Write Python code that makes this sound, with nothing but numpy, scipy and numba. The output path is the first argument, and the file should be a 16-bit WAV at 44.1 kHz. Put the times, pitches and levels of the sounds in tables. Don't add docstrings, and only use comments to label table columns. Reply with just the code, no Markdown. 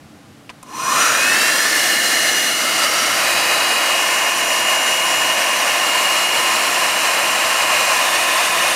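import sys
import numpy as np
from scipy import signal
from scipy.fft import rfft, irfft
from scipy.io import wavfile
from scipy.ndimage import uniform_filter1d
from numba import njit

SR = 44100
rng = np.random.default_rng(int(sys.argv[2]) if len(sys.argv) > 2 else 0)


def to_wav(sig):
    pcm = np.clip(np.atleast_2d(sig), -1, 1) * 32767
    pcm = np.round(pcm).astype(np.int16)
    wavfile.write(sys.argv[1], SR, pcm.T)


def invert_db(x):
    u = np.asarray(x, float) / 20
    return 10 ** u


N = 385875
T = np.arange(N) / SR
F = np.maximum(np.fft.rfftfreq(N, 1 / SR), 1)


def level(x, db):
    return x * invert_db(db) / np.sqrt(np.mean(x ** 2))


def columns(table):
    seconds, *rest = np.transpose(table)
    return [np.interp(T, seconds, column) for column in rest]


def swells(rows):
    steps_db = sum(db * ((T >= start) & (T < end)) for start, end, db in rows)
    return uniform_filter1d(steps_db * 1., int(.2 * SR))


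def walk(rate):
    hold = int(SR / rate)
    steps = np.repeat(rng.standard_normal(N // hold + 1), hold)
    return 1.3 * uniform_filter1d(uniform_filter1d(steps, hold), hold)[:N]


def colour(points, bands=(), f=F):
    hz, db = np.transpose(points)
    bands_db = sum(lift_db / (1 + (2 * (f - centre) / width) ** 2) ** 2 for centre, width, lift_db in bands)
    return invert_db(np.interp(np.log(f), np.log(hz), db) + bands_db)


def noise(gain):
    return level(irfft(rfft(rng.standard_normal(N)) * gain, N), 0)


def steady(x):
    return x / np.sqrt(uniform_filter1d(x ** 2, size=SR // 3))


@njit
def band(x, hz, q):
    y, middle, low, damping = np.empty(len(x)), 0., 0., 1 / q
    for i in range(len(x)):
        g = np.tan(np.pi * hz[i] / SR)
        v = (middle + g * (x[i] - low)) / (1 + g * (g + damping))
        middle, low = 2 * v - middle, low + 2 * g * v
        y[i] = damping * v
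    return y


# (f/Hz, relative level/dB per Hz)
ROOM_COLOUR = [(76, -27), (130, -10.5), (176, -10.5), (215, -5.5), (384, -15.5), (838, -14.5), (926, -24),
               (1020, -17.5), (10700, -34.5), (15600, -45)]
# (f/Hz, relative level/dB per Hz)
DEEP_COLOUR = [(20, -48), (40, -32), (70, -8), (100, 1), (125, -4), (150, 7), (200, -26), (330, -90)]
# (from t/s, to t/s, level change/dB)
DEEP_SWELLS = [(0, .8, 7), (.8, 1.4, 12.5), (1.4, 2.6, 5.5), (2.6, 3.6, 8), (5.9, 7.3, 4), (7.3, 9, 6)]


def room():
    hum_bands = [(121.6, 10.7, 10.4), (207.5, 12, 4.3), (300, 86, 6.9)]  # (f/Hz, width/Hz, level/dB)
    hum = level(noise(colour(ROOM_COLOUR, hum_bands)), -44.5)
    deep_db = -59 + swells(DEEP_SWELLS) + 1.3 * walk(3.07)
    return hum + invert_db(deep_db) * noise(colour(DEEP_COLOUR))


# (t/s, peak level/dB, crack level/dB, direct rattle level/dB,
# rattle tilt/dB per octave, rattle time scale/s)
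CLICKS = [(0.494, -18, 11, -2.5, -7, 0.0067), (.6278, -25, -10, -7, 3, 0.0032)]
# (f/Hz, relative level/dB, time to fall 60 dB/s)
SHELL = [(1054, -4, 0.047), (1230, -10, .04), (2500, -22, .04)]
# (f/Hz, relative level/dB per Hz)
RATTLE = [(500, -27), (1500, 3), (6000, 3.5), (10500, 2), (15000, -14), (15750, -50)]


def switch():
    out, t = np.zeros(N), np.arange(4096) / SR
    f = np.maximum(np.fft.rfftfreq(len(t), 1 / SR), 1)
    ring = sum(invert_db(db) * np.sin(2 * np.pi * hz * t) * 1000 ** (-t / t60) for hz, db, t60 in SHELL)
    for start, peak_db, crack_db, rattle_db, tilt_db, decay in CLICKS:
        rattle = rng.standard_normal(len(t)) * t / decay * np.exp(1 - t / decay * 1.45)
        tilt = invert_db(tilt_db * np.log2(np.maximum(f, 500) / 4000))
        direct = irfft(rfft(rattle) * colour(RATTLE, f=f) * tilt)
        through_casing = .12 * signal.fftconvolve(rattle, ring)[:len(t)]
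        crack = np.sin(2 * np.pi * 2600 * t) * 1000 ** (-t / 0.0055)
        snap = through_casing + invert_db(crack_db) * crack + invert_db(rattle_db) * direct
        i = int(start * SR)
        out[i:i + len(t)] += invert_db(peak_db) * snap / np.abs(snap).max()
    return out


FULL_HZ, START_S, SPIN_UP_S = 358.5, .635, .283
# (t/s, drop in f/Hz)
SAG = [(2.7, 0), (3.15, 6.4), (3.5, 1.3), (4.08, 1.2), (4.4, 5.9), (4.7, 2.2), (5.27, 1), (5.55, 5.5),
       (5.72, 6.5), (6.0, 2.8), (6.25, 1.2), (6.75, 7.7), (8.1, 9.5), (8.75, 9.2)]


def shaft_hz():
    run_up = FULL_HZ * (1 - np.exp(-(T - START_S) / SPIN_UP_S))
    return np.maximum(run_up - columns(SAG)[0], 1)


# (t/s, share 0-1)
LIFT = [(.7, 0), (1.1, 0.28), (1.55, 0.83), (2.6, 1), (3.3, 0.5), (4.2, 0.08), (4.8, 0.2), (5.6, 0.06),
        (6.0, 0.24), (8.75, 0)]


def lifted():
    return columns(LIFT)[0]


# (t/s, lag/ms, share 0-1)
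ECHO = [(1.05, 1.7, 0.1), (1.2, 1.5, 0.55), (1.35, 1.34, .55), (1.5, 1.25, 0.55), (1.75, 1.13, 0.45),
        (1.95, 1.08, 0)]


def bench_echo(x):
    lag_ms, share = columns(ECHO)
    dull = irfft(rfft(x) / (1 + (F / 7000) ** 6), N)
    return x + share * np.interp(T - lag_ms / 1000, T, dull)


# (f/Hz, relative level/dB per Hz)
AIR = [(60, -75), (300, -35.5), (450, -9.5), (640, -0.5), (850, -4.0), (1100, -1.0), (1500, -2.5),
       (2000, -2.75), (2800, -1.0), (3300, -9.0), (4200, -8.5), (6000, -8.5), (8000, -12.0), (10500, -14.5),
       (14500, -22.0), (15700, -29)]
# (f/Hz, width/Hz, level/dB)
BARREL = [(700, 440, 1.5), (1037, 156, 7), (1500, 360, -1.5), (1780, 200, 4.5), (2160, 130, 2.5),
          (2320, 180, -3), (2480, 160, 4.5), (2714, 170, -2.5), (2900, 180, 5), (3600, 270, -2.5),
          (4030, 690, 2), (8300, 260, -2), (8750, 350, 4), (9270, 260, 3.5)]
HOLDS = [.6, .97, 1.2, 1.75, 2.2, 2.6, 2.85, 3.2, 3.9, 5.8, 6.8, 8]
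# (from t/s, to t/s, f/Hz, width/Hz, level/dB)
SHIFTS = [(.6, 3.2, 700, 400, -2.5), (.6, 1.75, 2900, 500, -4.5), (.6, 1.2, 4600, 400, -7),
          (.6, 1.2, 5900, 450, 8.5), (.6, 1.2, 1280, 350, 3), (.6, 1.2, 2050, 600, -6.5),
          (.6, 1.2, 6840, 300, 5.5), (.6, 1.75, 8750, 300, 4), (.97, 3.2, 1020, 390, -7.5),
          (1.2, 3.2, 2450, 506, -6), (1.2, 1.75, 6500, 180, -14), (1.75, 3.2, 2110, 200, 5.5),
          (1.75, 2.6, 4120, 300, 5.5), (2.2, 2.6, 6000, 300, 8), (2.6, 3.2, 1320, 300, 6),
          (2.6, 3.2, 1730, 247, -4), (2.6, 3.9, 4760, 500, 5.5), (2.85, 3.2, 5680, 160, 10),
          (3.2, 3.9, 1020, 300, -2.5), (3.2, 3.9, 2900, 700, -2.5), (3.2, 3.9, 5740, 290, -8),
          (3.9, 5.8, 1270, 400, -2.5), (3.9, 5.8, 4550, 1310, -1.5), (5.8, 6.8, 6080, 383, -5),
          (5.8, 6.8, 7310, 400, 6), (6.8, 8, 7500, 400, 6), (1.75, 2.2, 3670, 300, -5),
          (1.75, 2.85, 7200, 300, -2), (3.9, 5.8, 5760, 300, 5), (6.8, 8, 9000, 400, 3),
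          (8, 9, 3550, 456, 4.5), (8, 9, 4940, 1500, -1), (3.2, 3.9, 3960, 400, 4.5),
          (5.8, 8, 4100, 450, 1.5), (.6, 1.75, 740, 300, -3), (1.75, 2.6, 1010, 300, -3),
          (3.2, 8, 3600, 300, -3), (5.8, 8, 4720, 300, -1), (3.2, 3.9, 9200, 300, 3.5),
          (8, 9, 8750, 300, 3)]
# (from t/s, to t/s, level change/dB)
SWIRL_HELD = [(.6, 2.45, 5.5)]


def airflow():
    white = rfft(rng.standard_normal(N))
    ends = HOLDS[1:] + [N / SR + .1]
    air = 0
    for start, end in zip(HOLDS, ends):
        middle = (start + end) / 2
        bands = BARREL + [row[2:] for row in SHIFTS if row[0] < middle < row[1]]
        during = (T < end) & ((T >= start) | (start == HOLDS[0]))
        held = uniform_filter1d(1. * during, size=SR // 6)
        lag, size = rng.uniform(size=(2, 6))
        ripple = sum(a * np.cos(2 * np.pi * F * (0.000799 + .004 * d)) for d, a in zip(lag, size))
        ripple_db = 2.6 * ripple * F / (F + 4000)
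        air = air + held * level(irfft(white * colour(AIR, bands) * invert_db(ripple_db), N), 0)
    roar = irfft(rfft(air) / (1 + (F / 3200) ** 12), N)
    swirl = band(roar, np.maximum(5 * shaft_hz(), 1030), 7.)
    swirl_db = 7.5 * np.exp(-np.maximum(T - START_S, 0) / 0.41) + swells(SWIRL_HELD)
    return steady(roar + (invert_db(swirl_db) - 1) * swirl), steady(bench_echo(air - roar))


# (f/Hz, relative level/dB per Hz)
RUMBLE = [(50, -60), (130, -18), (200, -2.5), (323, 3.5), (345, 0.5), (387, -5), (450, -2), (580, -11),
          (990, -90)]
# (from t/s, to t/s, level change/dB)
EARLY_SWELL = [(.75, 1.45, 4.5)]


def casing_rumble():
    speed_gain_db = 8 * np.log10(shaft_hz() / FULL_HZ)
    return invert_db(-41 + 6 * lifted() + speed_gain_db + swells(EARLY_SWELL)) * noise(colour(RUMBLE))


# (t/s, roar level/dB)
AIR_LOUDNESS = [(.64, -45), (.72, -37.5), (.77, -28.5), (.85, -21), (.97, -14.8), (1.07, -14.2),
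                (1.17, -16.7), (1.4, -17), (1.55, -18), (2.35, -19), (2.58, -20.5), (3.1, -18),
                (5.0, -18.5), (7.45, -18), (7.71, -16.5), (8.2, -17.5), (8.75, -17)]


def blown_air():
    roar, hiss = airflow()
    gust_db = 0.043 * walk(6.5) + 0.6 * walk(30)
    hiss_db = -5.5 + 4.5 * lifted() + 0.89 * gust_db + 0.32 * walk(20)
    air = invert_db(columns(AIR_LOUDNESS)[0]) * (invert_db(gust_db) * roar + invert_db(hiss_db) * hiss)
    fade_in = np.clip((T - .62) / 0.078, 0, 1)
    return fade_in * (air + casing_rumble())


def tone(order, db, turns):
    return np.sqrt(2) * invert_db(db) * np.sin(2 * np.pi * order * turns + order)


def speed_db():
    return 20 * np.log10(shaft_hz() / FULL_HZ)


# (from t/s, to t/s, level change/dB)
SHAFT_SWELLS = [(2.7, 3.6, 4), (8, 9, 2)]


def shaft_hum(turns):
    db = -43 + 1.1 * speed_db() - 4.5 * lifted() + swells(SHAFT_SWELLS)
    return tone(1, db + 1.45 * walk(12), turns)


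# (f/Hz, base rms level/dB)
BLADE = [(300, -62), (900, -36), (2250, -35), (2500, -22), (2750, -23), (2790, -28), (2820, -29.5),
         (2855, -24)]
# (from t/s, to t/s, level change/dB)
BLADE_SWELLS = [(1.5, 2.0, -3), (2.9, 3.32, -6), (4.5, 4.85, 2), (5.75, 6.45, 3), (7.9, 9, -5.5)]


def blade_whistle(turns):
    blades = 8
    db = np.interp(blades * shaft_hz(), *np.transpose(BLADE)) - 3.5 * lifted() + swells(BLADE_SWELLS)
    return tone(blades, db + 1.45 * walk(12), turns)


WHINE_ORDERS = (20, 25, 30, 34, 35)
WHINE_DB = (-44.5, -53, -45.5, -48, -50)
# (from t/s, to t/s, level change/dB)
WHINE_SWELLS = [
    [(1.8, 2.9, 8), (4.0, 5.3, 10.5), (5.8, 8.1, -11)],
    [(1.8, 3.7, 12), (6.2, 7.75, -10), (7.9, 9, 15)],
    [(1.8, 2.7, 8), (3.3, 3.9, 5), (4.3, 5.2, 8), (5.75, 6.7, 8), (7.05, 7.5, -18), (8.2, 9, 8)],
    [(1.8, 2.5, 7), (3.25, 3.7, 4), (5.5, 6.0, -8)],
    [(1.2, 1.9, -2), (3.5, 6.3, -5), (6.5, 9, 6)],
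]
FURTHER_ORDERS = (16, 24, 26, 28, 32, 36)
FURTHER_DB = (-43, -60, -49, -68, -62, -57)


def commutator_whine(turns):
    whine = 0
    for order, db, rows in zip(WHINE_ORDERS, WHINE_DB, WHINE_SWELLS):
        whine = whine + tone(order, db + 2.1 * speed_db() + swells(rows) + 1.45 * walk(12), turns)
    for order, db in zip(FURTHER_ORDERS, FURTHER_DB):
        whine = whine + tone(order, db + speed_db() + 4 * walk(2.3), turns)
    return whine


def motor():
    turns = np.cumsum(shaft_hz() * (1 + 0.00041 * walk(40))) / SR
    fade_in = np.clip((T - .66) / .1, 0, 1)
    return fade_in * (shaft_hum(turns) + blade_whistle(turns) + commutator_whine(turns))


def scene():
    return np.tile(room() + switch() + blown_air() + motor(), (2, 1))


def top_cut(x):
    return signal.sosfilt(signal.butter(12, 15760, fs=SR, output="sos"), x)


def record(dry):
    low_pass = signal.ellip(8, .2, 70, 15700, fs=SR, output="sos")
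    mix = signal.sosfilt(low_pass, dry)
    return top_cut(mix)


dry = scene()
out = record(dry)
to_wav(out)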